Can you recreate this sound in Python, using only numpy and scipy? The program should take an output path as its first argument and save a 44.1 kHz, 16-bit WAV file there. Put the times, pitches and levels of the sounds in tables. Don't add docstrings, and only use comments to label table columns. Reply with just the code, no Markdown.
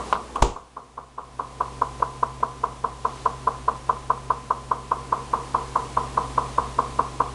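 import sys
import numpy as np
from scipy import signal
from scipy.fft import rfft, irfft
from scipy.io import wavfile

SR = 44100
rng = np.random.default_rng(int(sys.argv[2]) if len(sys.argv) > 2 else 0)


def generate_wav(signal):
    frames = np.transpose(np.atleast_2d(signal))
    scaled = np.clip(frames, -1, 1) * 32767
    pcm = np.round(scaled).astype(np.int16)
    wavfile.write(sys.argv[1], SR, pcm)


N = 323694
TIME = np.arange(N) / SR
HIT_TIME = TIME[:SR // 2]

# t/s, level/dB
NEARNESS = [(.4, -7.5), (1.05, -4), (1.7, 1.36), (2.35, 3.5), (2.84, -0.15), (3.6, 1.4), (4.11, 2.5),
            (4.85, 0.46), (5.35, -3.3), (6.5, -1.5), (7.3, 0)]
# f/Hz, density/dB
REVERB_SPECTRUM = [(100, -21), (250, -14), (340, -19), (480, -4.5), (560, -24), (680, -7.5), (890, -13.5),
                   (1010, -0.5), (1150, -4), (1300, -14.5), (1450, -22.5), (1720, -35), (9000, -63)]
# f/Hz, density/dB
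EDGE_SPECTRUM = [(1700, 1), (2400, -2), (3050, 2), (3850, -1.5), (4600, -5), (7000, -17.5), (10000, -24),
                 (12000, -36)]
# t/s, level/dB
DOOR_HITS = [(0.422, 3), (0.4249, 15.5)]
SHUT_S = DOOR_HITS[0][0]


def knock_pulse(cut_hz, leak_db):
    # f/Hz, bandwidth/Hz, level/dB
    modes = [(110, 630, -36), (270, 70, -26.5), (482, 88, -16), (1030, 174, -1.5), (1567, 57, -14)]
    blow = signal.unit_impulse(len(HIT_TIME)) + 1e-18
    body = 0
    for k, (hz, width_hz, level_db) in enumerate(modes):
        r = np.exp(-np.pi * width_hz / SR)
        ring = signal.lfilter([1, 0, -1], [1, -2 * r * np.cos(2 * np.pi * hz / SR), r * r], blow)
        body += (-1) ** k * from_db(level_db) * (1 - r * r) / 2 * ring
    dull = signal.sosfilt(signal.butter(10, cut_hz, fs=SR, output="sos"), body)
    pulse = dull + from_db(leak_db) * body
    return pulse / np.abs(pulse).max()


def muffled_knocks():
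    knock_times = [0.3543, 0.5584, 0.7644, 0.9735, 1.1776, 1.3915, 1.6034, 1.8149, 2.0208, 2.2263, 2.427,
                   2.6343, 2.84, 3.0473, 3.255, 3.4695, 3.678, 3.8908, 4.0982, 4.3, 4.503, 4.7107, 4.9128,
                   5.1216, 5.3316, 5.5432, 5.7544, 5.9682, 6.1722, 6.3757, 6.5791, 6.7849, 6.989, 7.2]
    # delay/ms, signed gain
    compartment = [(1.499, -0.034), (2.921, 0.33), (4.92, 0.23), (6.328, -0.32)]
    # f/Hz, level/dB, t60/s
    panel_modes = [(511, -27, 0.03), (650, -24, 0.092), (1020, -30, 0.74), (1160, -34.5, 0.0092)]
    # delay/ms, signed gain
    paths_0 = [(9.3, 0.36), (11.2, 0.056), (14.5, -0.38), (27.0, 0.12), (37.5, 0.12)]
    paths_1 = [(9.95, 0.28), (13.38, -0.069), (16.76, 0.21), (18.66, 0.062), (36.96, -0.076), (77.0, 0.042)]
    paths_2 = [(9.18, 0.18), (17.39, 0.16), (21.0, 0.04), (34.92, -0.064)]
    # t/s, spot, reverberation/dB
    route = [(0.3, 0, 8.5), (1.2, -0.34, 4), (1.8, 1.9, -3), (2.2, 1.6, -4), (2.8, 1.64, -0.5),
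             (3.6, 0.83, -2), (4.5, 1.5, -3), (5.3, 2, 3.5), (7.3, 1.74, -0.5)]
    pulse = knock_pulse(cut_hz=1410, leak_db=-38)
    panel = echoes(ringing(panel_modes), [(0.2, 0.64)])
    direct = echoes(pulse, compartment) + panel
    edge = from_db(-41.5) * tail(EDGE_SPECTRUM, t60_s=0.087, build_s=0.0026)
    at_spots = [echoes(pulse, paths) for paths in (paths_0, paths_1, paths_2)]
    rooms = [tail(REVERB_SPECTRUM, t60_s=0.4, build_s=0.0014) for _ in range(9)]
    out = np.zeros(N)
    for t_s in knock_times:
        near_db, = curves(NEARNESS, t_s)
        spot, wet_db = curves(route, t_s)
        spot = np.clip(spot, 0, 2)
        walls = sum(max(0, 1 - abs(spot - k)) * heard for k, heard in enumerate(at_spots))
        second, turn_rad = int(t_s), t_s % 1 * np.pi / 2
        room = np.cos(turn_rad) * rooms[second] + np.sin(turn_rad) * rooms[second + 1]
        diffuse = from_db(0.2 * wet_db) * edge + from_db(wet_db - 22.5) * room
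        knock = from_db(3.5) * (direct + walls) + diffuse
        add(out, from_db(near_db) * knock, t_s)
    return out


def open_knocks():
    knock_times = [-0.07, 0.1259]
    # delay/ms, signed gain
    paths = [(0.1, 0.66), (4.95, 0.57), (27.5, 0.3), (36.0, 0.16)]
    direct = from_db(2.5) * echoes(knock_pulse(cut_hz=1530, leak_db=-23), paths)
    room = from_db(-17) * tail(REVERB_SPECTRUM, t60_s=0.34, build_s=0.02)
    edge = from_db(-11.5) * tail(EDGE_SPECTRUM, t60_s=0.015, build_s=0.0008)
    edge += from_db(-29) * tail(EDGE_SPECTRUM, t60_s=0.17, build_s=0.0018)
    out = np.zeros(N)
    for t_s in knock_times:
        add(out, direct + room, t_s)
        add(out, edge, t_s + 0.0015)
    return out


def door():
    # f/Hz, level/dB, t60/s
    modes = [(46, 2, 0.2), (129, -6, 0.16), (276, -14, 0.26), (352, -9, 0.23), (406, -6, 0.23),
             (474, -6.5, 0.29), (710, -20, .05), (880, 4, 0.029), (1070, -14, .035)]
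    # f/Hz, density/dB
    slap_spectrum = [(60, 7), (400, -5.5), (950, 7.5), (1700, -17.5), (3000, -13), (5000, -18),
                     (7000, -14.5), (10000, -30), (12000, -58)]
    tick_spectrum = [(1700, -12), (3100, 1), (4200, -11), (6000, -12), (9700, -10), (11000, -37)]
    out = from_db(-14) * np.exp(-np.abs(TIME - SHUT_S) / 0.007) * (TIME < SHUT_S)
    add(out, from_db(-29) * tail(tick_spectrum, t60_s=0.045, build_s=0.0011), t_s=0.356)
    boom = from_db(-17) * ringing(modes)
    for t_s, level_db in DOOR_HITS:
        slap = from_db(-5.5) * tail(slap_spectrum, t60_s=0.022, build_s=0.00022)
        room = from_db(-21) * tail(slap_spectrum, t60_s=0.34, build_s=0.0023)
        add(out, from_db(level_db) * (boom + slap + room), t_s)
    return out


def compressor(near_db):
    # f/Hz, level/dB
    lines = [(59.3, -1.5), (62.3, -16), (120, -14), (240, -14)]
    return from_db(-39 + 0.15 * near_db) * tones(lines, waver_db=0.95, waver_rad=0.19)


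def fan(near_db, swell_s=0.31):
    # f/Hz, level/dB
    lines = [(32.4, -14.5), (129.6, -1), (259.2, -15.5), (388.8, -15), (777.6, -19)]
    door_db = -18 * np.exp(-np.maximum(TIME - SHUT_S, 0) / swell_s)
    return from_db(-39.5 + door_db + 0.45 * near_db) * tones(lines, waver_db=1.0, waver_rad=0.28)


def air(near_db):
    # f/Hz, density/dB
    spectrum = [(20, -19), (55, -5), (100, -6), (170, -4.5), (245, 0), (345, -2.5), (480, -1.5), (560, -4),
                (680, -5.5), (850, -3), (1030, -5.5), (1300, -9.5), (1700, -21.5), (4000, -57)]
    door_db = 4.5 * (TIME < SHUT_S)
    return from_db(-41.5 + door_db + 0.091 * near_db) * noise(spectrum, N)


def hiss():
    # f/Hz, density/dB
    spectrum = [(200, 1.5), (1700, 3.5), (3200, 1.5), (5000, -1), (6400, -1.5), (6900, -2), (7500, -2.5),
                (10000, -3.5), (10500, -8.5), (11000, -21.5), (11600, -21), (12300, -31)]
    return from_db(-44) * noise(spectrum, N)


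def handling():
    # centre/s, half length/s, level/dB
    rustles = [(.09, 0.072, -53), (3.17, 0.17, -47.5), (3.5, .16, -54), (6.55, .4, -57)]
    # t/s, level/dB
    taps = [(1.997, -24.5), (2.403, -25)]
    # f/Hz, density/dB
    rustle_spectrum = [(300, -7), (2000, -5), (3800, -3), (7000, -7), (11000, -25), (13000, -49)]
    tap_spectrum = [(100, -1), (600, 1), (1000, -5), (1700, -17), (3000, -21), (9000, -41)]
    swells = sum(from_db(db) * np.exp(-((TIME - t_s) / half_s) ** 2) for t_s, half_s, db in rustles)
    out = swells * noise(rustle_spectrum, N)
    for t_s, level_db in taps:
        add(out, from_db(level_db) * tail(tap_spectrum, t60_s=0.065, build_s=0.0009), t_s)
    return out


def from_db(db):
    return 10 ** (np.asarray(db) / 20)


def curves(rows, at_s):
    times_s, *columns = np.transpose(rows)
    return [np.interp(at_s, times_s, column) for column in columns]


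def noise(spectrum, size):
    hz, level_db = np.transpose(spectrum)
    bins_hz = np.fft.rfftfreq(size, 1 / SR)
    gain = from_db(np.interp(np.log(bins_hz + 1), np.log(hz), level_db))
    x = irfft(rfft(rng.standard_normal(size)) * gain, size)
    return x / x.std()


def drift(rate_hz):
    return np.interp(TIME * rate_hz, np.arange(1024), rng.standard_normal(1024))


def add(out, sound, t_s):
    start = round(t_s * SR)
    sound, start = sound[max(0, -start):], max(0, start)
    out[start:start + len(sound)] += sound[:len(out) - start]


def echoes(pulse, paths):
    return sum(gain * np.interp(HIT_TIME - ms / 1000, HIT_TIME, pulse, left=0) for ms, gain in paths)


def decay(t60_s):
    return from_db(-60 * HIT_TIME / t60_s)


def ringing(modes):
    return -sum(from_db(db) * decay(t60_s) * np.sin(2 * np.pi * hz * HIT_TIME) for hz, db, t60_s in modes)


def tail(spectrum, t60_s, build_s):
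    return noise(spectrum, len(HIT_TIME)) * decay(t60_s) * (1 - np.exp(-HIT_TIME / build_s))


def tones(lines, waver_db, waver_rad):
    out = np.zeros(N)
    for hz, level_db in lines:
        amplitude = np.sqrt(2) * from_db(level_db + waver_db * drift(rate_hz=4.7))
        phase_rad = 2 * np.pi * (hz * TIME + rng.random()) + waver_rad * drift(rate_hz=1.98)
        out += amplitude * np.sin(phase_rad)
    return out


def low_pass(x, cut_hz):
    return signal.sosfilt(signal.ellip(10, 0.1, 80, cut_hz, fs=SR, output="sos"), x)


def gain_control(x, limit_db=-6, max_cut_db=15, attack_s=0.001, hold_s=0.75, release_s=0.48):
    block = 32
    step_s = block / SR
    peaks_db = 20 * np.log10(np.maximum.reduceat(np.abs(x), np.arange(0, N, block)) + 1e-9)
    cuts_db, cut_db, held_s = [], 0, 0
    for over_db in np.clip(peaks_db - limit_db, 0, max_cut_db):
        held_s += step_s
        if over_db > cut_db:
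            cut_db, held_s = over_db, 0
        elif held_s > hold_s:
            cut_db *= np.exp(-step_s / release_s)
        cuts_db.append(cut_db)
    pole = np.exp(-1 / (attack_s * SR))
    smooth_cut_db = signal.lfilter([1 - pole], [1, -pole], np.repeat(cuts_db, block)[:N])
    return x * from_db(-smooth_cut_db)


def scene():
    near_db, = curves(NEARNESS, TIME)
    impacts = open_knocks() + door() + muffled_knocks()
    background = compressor(near_db) + fan(near_db) + air(near_db) + hiss()
    return (impacts + background + handling())[None]


def record(dry):
    levelled = gain_control(low_pass(dry[0], cut_hz=11900))
    clipped = np.clip(levelled, -0.72, 0.72)
    return low_pass(clipped, cut_hz=15800)[None]


dry = scene()
out = record(dry)
generate_wav(out)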